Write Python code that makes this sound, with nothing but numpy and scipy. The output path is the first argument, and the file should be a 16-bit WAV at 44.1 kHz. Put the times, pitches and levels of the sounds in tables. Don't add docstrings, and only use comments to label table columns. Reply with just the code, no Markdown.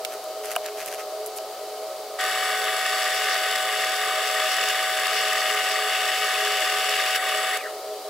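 import sys
import numpy as np
from scipy import signal
from scipy.fft import rfft, irfft, next_fast_len
from scipy.io import wavfile
from scipy.ndimage import map_coordinates

SR = 44100
rng = np.random.default_rng(int(sys.argv[2]) if len(sys.argv) > 2 else 0)


def store_pcm(level_fs):
    pcm = np.round(np.clip(level_fs, -1, 1) * 32767).astype(np.int16)
    wavfile.write(sys.argv[1], SR, np.atleast_2d(pcm).T)


N = 356851
TIME, HZ = np.arange(N) / SR, np.fft.rfftfreq(N, 1 / SR)
START_S, DUCK_S, STOP_S = 2.19, 7.17, 7.578
SPINDLE_HZ, BEARING_HZ, WHINE_HZ = 41.687, 115.4, 750.37

# f/Hz, width/Hz, level/dB
DRILL_MODES = [(1225, 273, -0.5), (1665, 230, 0), (1826, 220, 1), (2092, 203, 0), (2593, 250, -4.5),
               (2850, 300, -1), (3370, 95, -21), (3534, 560, -8), (4560, 630, -12), (5280, 1470, -11),
               (6980, 960, -16), (7910, 720, -12), (9750, 1450, -13.5), (12400, 3400, -16.5),
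               (15300, 820, -17)]
# t/s, level/dB
DRILLING_LEVEL = [(2.25, -33), (2.38, -33), (2.81, -34), (3.0, -30), (3.71, -33.5), (3.83, -31),
                  (4.01, -33.5), (4.69, -29), (4.72, -32), (5.39, -29.5), (5.87, -33.5), (5.9, -31.5),
                  (6.69, -29.5), (7.13, -30), (7.16, -26), (7.19, -41.5), (7.29, -32), (7.56, -36.5)]
# t/s, length/s, level/dB
EDGE_BITES = [(3.04, 0.11, -39), (3.17, .09, -34.5), (3.32, 0.097, -34), (4.28, 0.1, -39),
              (4.52, 0.088, -32.5), (4.67, 0.27, -40), (5.18, 0.17, -34.5), (5.4, 0.061, -34.5),
              (5.72, 0.092, -34), (6.73, .07, -46)]
# t/s, length/s, level/dB
BIT_CATCHES = [(2.895, .014, -29), (4.52, .012, -30), (4.705, .02, -29), (5.503, .012, -25),
               (6.967, .01, -28), (7.063, .012, -27), (7.16, .022, -22), (7.29, .02, -28)]
# f/Hz, level/dB, t60/s
SPINDLE_MODES = [(1190, -2, .04), (1255, -5, .035), (1680, -5, .03), (1905, 0, .036)]
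# multiple of WHINE_HZ, level/dB
WHINE_HARMONICS = [(1, -32), (2, -38), (3, -41), (4, -44.5), (6, -46), (10, -52.5)]
# multiple of SPINDLE_HZ, level/dB
GEAR_TONES = [(26, -53), (28, -45), (29, -46), (30, -45), (31, -52), (39, -50), (40, -49), (43, -49),
              (44, -51), (45, -44), (46, -47), (47, -48), (50, -51), (71, -53), (80, -52), (81, -45),
              (82, -49), (83, -50), (86, -50), (90, -48)]
# f/Hz, level/dB
MOTOR_TONES = [(6342, -60), (7093, -54), (7253, -57), (7843, -48), (9344, -54), (10094, -52), (11595, -61),
               (12345, -55), (13846, -58)]
# t/s, f/Hz, level/dB
GEAR_FALL = [(7.585, 2700, -41), (7.61, 2400, -39), (7.65, 1800, -37), (7.685, 1300, -44), (7.75, 800, -60)]
# t/s, snap level/dB, snap f/Hz, snap t60/s, thud level/dB
KNOCKS_AND_CLICK = [(0.0494, -20.5, 3150, 0.028, -53), (.2415, -35, 9000, .008, -60),
                    (0.457, -26.5, 9000, .012, -55), (0.5162, -27, 9000, .01, -55),
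                    (0.5622, -16, 10900, 0.0094, -15), (0.662, -24, 6040, 0.011, -45),
                    (.861, -26, 11000, .01, -55), (1.262, -27, 13000, .02, -70),
                    (1.385, -29, 5000, .012, -34), (7.571, -24.5, 7400, 0.03, -65)]
# f/Hz, level/dB, t60/s
VICE_MODES = [(700, 0.5, 0.04), (1020, -8.5, 0.029), (1250, -1.5, 0.018), (1620, -6.5, 0.018),
              (2440, -5, 0.012), (2950, 0.5, 0.015), (6570, -22, .014), (8796, -22, .018)]
# t/s, length/s, body level/dB, hiss level/dB
SCRAPE_STROKES = [(0.134, 0.088, -45, -48), (0.467, 0.12, -39.5, -45), (0.521, .05, -35.5, -38),
                  (0.557, 0.017, -32, -46), (0.665, 0.11, -39.5, -57), (0.802, .125, -38.5, -44),
                  (0.875, 0.062, -40, -40), (.93, 0.083, -38, -42), (1.003, 0.078, -38, -44),
                  (1.272, 0.034, -65, -42), (1.373, 0.037, -62, -37)]
# f/Hz, level/dB
SCRAPE_BODY_SPECTRUM = [(300, -25), (900, 0), (1600, 6.5), (3000, 2.5), (4000, -10), (6000, -2.5),
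                        (9000, -21), (16000, -30)]
SCRAPE_HISS_SPECTRUM = [(2000, -21), (6000, -10), (8500, -5.5), (12000, -2.5), (16000, -18)]
# f/Hz, width/Hz, level/dB
BLADE_TONES = [(422.1, 5, -43.5), (415.5, 0.62, -51.5), (628.3, 11, -38.5)]
WEAK_FAN_TONES = [(502.6, 35, -51.5), (563, 15, -48.5), (655, 30, -44.5), (843, 9, -55.5), (979, 30, -66.5),
                  (1274, 15, -52.5)]
CASING_MODES = [(2190, 42, -0.5), (2940, 22, -5), (3044, 48, 2), (3980, 140, 0), (4600, 160, 0.5),
                (5130, 280, -10)]
# f/Hz, level/dB
AIR_SPECTRUM = [(30, -31), (130, -31.5), (250, -24), (390, -3.5), (660, -4), (860, -11), (1250, -8.5),
                (1600, -17), (2400, -19), (3600, -16.5), (4700, -15), (5900, -19), (9000, -21.5),
                (15800, -24.5)]
# f/Hz, side minus mid/dB
MIC_WIDTH = [(150, -4), (380, -20), (700, -22.5), (1300, -14.5), (2400, -14.5), (4400, -4), (8000, -2.5),
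             (15000, 2.5)]
# f/Hz, left minus right/dB
MIC_BALANCE = [(500, -0.5), (1000, 0.2), (2500, 2.5), (8000, 0.83), (12000, 0)]


def drilling(deepen_db_per_s=0.88, soften_db=1, rattle_follow=0.098, hiss_follow=0.41):
    head, bit, collar = DRILL_MODES[:4], DRILL_MODES[4:6], DRILL_MODES[6:8]
    edge, tip = DRILL_MODES[8:11], DRILL_MODES[11:]
    swing_db = drilling_swing_db()
    rub = rubbing(depth_db=1.0, jolt_db=1.5, grit_per_s=1800, grit_db=2.5, grit_share=0.29)
    cut = rubbing(depth_db=2.0, jolt_db=1.06, grit_per_s=1400, grit_db=5.5, grit_share=0.36)
    grind = 0.5 * rub + cut
    shaken_rub = rub * (1 + 0.45 * bearing_jolts(decay_s=0.0015))
    rattle = colour(shaken_rub, resonances(head)) + 0.66 * spindle_clatter()
    rattle *= amp(-32 + rattle_follow * swing_db + 0.5 * drift(12))
    chatter_db = swing_db + deepen_db_per_s * (TIME - START_S) - soften_db * (TIME > DUCK_S)
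    chatter = amp(-37.5 + chatter_db) * colour(rub, resonances(bit))
    chuck = amp(-38.5 + swing_db / 2) * colour(rub, resonances(collar))
    cutting = amp(-38 + swing_db) * colour(grind, resonances(edge))
    hiss = amp(-41 + hiss_follow * swing_db) * colour(grind, resonances(tip))
    bites = amp(-0.5) * swells(EDGE_BITES) * colour(noise(), resonances(edge[:2]))
    catches = swells(BIT_CATCHES) * colour(noise(), resonances(DRILL_MODES[1:]))
    body = (rattle + chatter + chuck) * powered(coast_s=0.1)
    treble = (cutting + hiss) * powered(coast_s=0.21)
    return body + treble + bites + catches + bearing_ticks(swing_db)


def drilling_swing_db(unsteady_db=0.46):
    s, db = np.transpose(DRILLING_LEVEL)
    return np.interp(TIME, s, db - np.median(db)) + unsteady_db * drift(9)


def rubbing(depth_db, jolt_db, grit_per_s, grit_db, grit_share, spot_count=22):
    spots = unit(rng.standard_normal(spot_count))
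    profile = np.interp(TIME * SPINDLE_HZ, np.arange(spot_count) / spot_count, spots, period=1)
    pressure = amp(depth_db * profile + jolt_db * drift(260))
    grains = (rng.random(N) < grit_per_s / SR) * amp(grit_db * np.minimum(rng.exponential(1, N), 4))
    grit = unit(grains * rng.choice([-1, 1], (2, N)))
    return pressure * (np.sqrt(1 - grit_share) * noise() + np.sqrt(grit_share) * grit)


def spindle_clatter(spread_db=5.0, limp_db=4.0, jitter_s=0.001203):
    turns, t = np.arange(int(TIME[-1] * SPINDLE_HZ)), np.arange(4000) / SR
    out = np.zeros(N)
    for hz, db, t60 in SPINDLE_MODES:
        s = (turns + rng.random()) / SPINDLE_HZ + jitter_s * rng.standard_normal(len(turns))
        force_db = limp_db * (turns % 2) + spread_db * rng.standard_normal(len(s)).clip(-1, 1)
        blows = np.bincount(np.clip(s * SR, 0, N - 1).astype(int), amp(force_db), N)
        ring = amp(db - 60 * t / t60) * (1 - np.exp(-t / 0.0038)) * np.sin(2 * np.pi * hz * t)
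        out += signal.oaconvolve(blows, ring)[:N]
    return unit(out) * amp([[1], [-1]])


def bearing_ticks(swing_db, ring_hz=10050, width_hz=1500):
    level_db = -49 - 0.71 * np.clip(swing_db, -3, 3)
    ticks = colour(bearing_jolts(decay_s=0.0019) * noise(), resonances([(ring_hz, width_hz, 0)]))
    return amp(level_db) * powered(coast_s=0.01) * ticks


def bearing_jolts(decay_s):
    return unit(np.exp(-(TIME % (1 / BEARING_HZ)) / decay_s))


def drive(idle_db=-41, shimmer_db=1.5, slip_turns=0.0022):
    on = powered(coast_s=0.012)
    spindle_turns = SPINDLE_HZ * TIME + slip_turns * drift(13)
    whine_turns = spindle_turns * WHINE_HZ / SPINDLE_HZ
    whine_gain = amp(idle_db) * (1 - on) + amp(WHINE_HARMONICS[0][1]) * on
    out = tone(whine_turns, WHINE_HZ, whine_gain * amp(0.4 * drift(21)))
    for k, db in WHINE_HARMONICS[1:]:
        flutter_db = shimmer_db * (drift(8) + 0.27 * k * drift(150))
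        out += tone(k * whine_turns, k * WHINE_HZ, on * amp(db + flutter_db))
    for k, db in GEAR_TONES:
        out += tone(k * spindle_turns, k * SPINDLE_HZ, on * amp(db + shimmer_db * drift(6)))
    for hz, db in MOTOR_TONES:
        out += tone(hz * TIME + 0.049 * drift(25), hz, on * amp(db + 2.5 * drift(70)))
    return out


def powered(coast_s, coast_db=-7):
    spin_up = np.clip((TIME - START_S) / 0.014 + 0.5, 0, 1)
    switch_off = np.clip((STOP_S - TIME) / 0.005 + 0.5, 0, 1)
    coasting = amp(coast_db) * np.exp(-np.maximum(TIME - STOP_S, 0) / coast_s)
    return spin_up * np.maximum(switch_off, coasting)


def gear_run_down(waver_hz=160, flutter_db=3.5):
    s, hz, db = np.transpose(GEAR_FALL)
    turns = np.cumsum(np.interp(TIME, s, hz) + waver_hz * drift(300)) / SR
    level_db = np.interp(TIME, s, db, left=-120, right=-120) + flutter_db * drift(120)
    return tone(turns, hz.mean(), amp(level_db))


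def knocks(thud_lag_s=0.00145, low_cut_hz=400):
    out, t = np.zeros((2, N)), np.arange(4000) / SR
    late = np.maximum(t - thud_lag_s, 0)
    ring = sum((-1) ** k * amp(db - 60 * late / t60) * np.sin(2 * np.pi * hz * late)
               for k, (hz, db, t60) in enumerate(VICE_MODES))
    first_touch = 0.64 + np.exp(-t / 0.00037)
    for s, snap_db, hz, t60, thud_db in KNOCKS_AND_CLICK:
        white = rng.standard_normal((2, len(t)))
        band = signal.lfilter(*signal.iirpeak(hz, Q=2.2, fs=SR), white)
        mid, side = unit(band + 0.31 * white) * amp(snap_db - 60 * t / t60) * first_touch
        snap = np.array([mid + 0.34 * side, mid - 1.3 * side])
        at = round(s * SR)
        out[:, at:at + len(t)] += snap + amp(thud_db) * ring
    return signal.sosfilt(signal.butter(4, low_cut_hz, "high", fs=SR, output="sos"), out)


def scrapes(stick_db=2.5, snags_per_s=260, snag_db=-1):
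    s, length, body_db, hiss_db = np.transpose(SCRAPE_STROKES)
    snags = (rng.random(N) < snags_per_s / SR) * noise()
    slips = noise() * amp(stick_db * drift(500)) + amp(snag_db) * unit(snags)
    body = swells(zip(s, length, body_db)) * colour(slips, gain_at(SCRAPE_BODY_SPECTRUM, HZ))
    hiss = swells(zip(s, length, hiss_db)) * colour(slips, gain_at(SCRAPE_HISS_SPECTRUM, HZ))
    return body + hiss


def fan(air_db=-40, casing_db=-53, flutter_db=3.5):
    out = amp(air_db) * colour(noise(), gain_at(AIR_SPECTRUM, HZ))
    out += amp(casing_db) * colour(noise(), resonances(CASING_MODES))
    gains = [turbulence(2.2 * width) for hz, width, db in BLADE_TONES]
    gains += [unit(amp(flutter_db * drift(2 * width))) for hz, width, db in WEAK_FAN_TONES]
    for (hz, width, db), gain in zip(BLADE_TONES + WEAK_FAN_TONES, gains):
        turns = np.cumsum(hz + 0.5 * width * drift(2 * width)) / SR
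        out += tone(turns, hz, amp(db) * gain)
    return out


def turbulence(per_s, steady_share=0.48):
    eddies = drift(per_s) + 1j * drift(per_s)
    return unit(abs(np.sqrt(steady_share) + np.sqrt((1 - steady_share) / 2) * eddies))


def colour(excitation, gain):
    size = next_fast_len(N)
    hz = np.fft.rfftfreq(size, 1 / SR)
    mid, side = rfft(excitation, size) * np.interp(hz, HZ, gain)
    pair = irfft(microphone(mid, side, hz), size)[:, :N]
    return pair / (pair.mean(0).std() + 1e-12)


def tone(turns, hz, gain):
    angle = 2 * np.pi * ((turns + rng.random()) % 1).astype(np.float32)
    return np.sqrt(2) * gain * microphone(np.sin(angle), np.cos(angle) * rng.choice([-1, 1]), hz)


def microphone(mid, side, hz):
    side, lean = side * gain_at(MIC_WIDTH, hz), np.sqrt(gain_at(MIC_BALANCE, hz))
    return np.array([(mid + side) * lean, (mid - side) / lean])


def resonances(modes):
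    return np.sqrt(sum(amp(db) ** 2 / (1 + (2 * (HZ - hz) / width) ** 2) ** 2 for hz, width, db in modes))


def swells(rows):
    return sum(amp(db) * np.cos(np.pi * np.clip((TIME - s) / length, -0.5, 0.5)) ** 2
               for s, length, db in rows)


def drift(per_s):
    coarse = map_coordinates(rng.standard_normal(4096), [TIME[::32] * per_s], order=3, mode="wrap")
    return unit(np.interp(TIME, TIME[::32], coarse))


def gain_at(spectrum, hz):
    f, db = np.transpose(spectrum)
    return amp(np.interp(np.log(hz + 1), np.log(f), db))


def noise():
    return rng.standard_normal((2, N))


def amp(db):
    return 10 ** (np.asarray(db) / 20)


def unit(x):
    return x / np.sqrt(np.mean(x ** 2) + 1e-20)


def scene():
    return fan() + drive() + drilling() + gear_run_down() + knocks() + scrapes()


def record(dry):
    low_pass = signal.firwin(511, 15850, window=("kaiser", 9), fs=SR)
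    return signal.oaconvolve(dry, low_pass[None], "same")


dry = scene()
out = record(dry)
store_pcm(out)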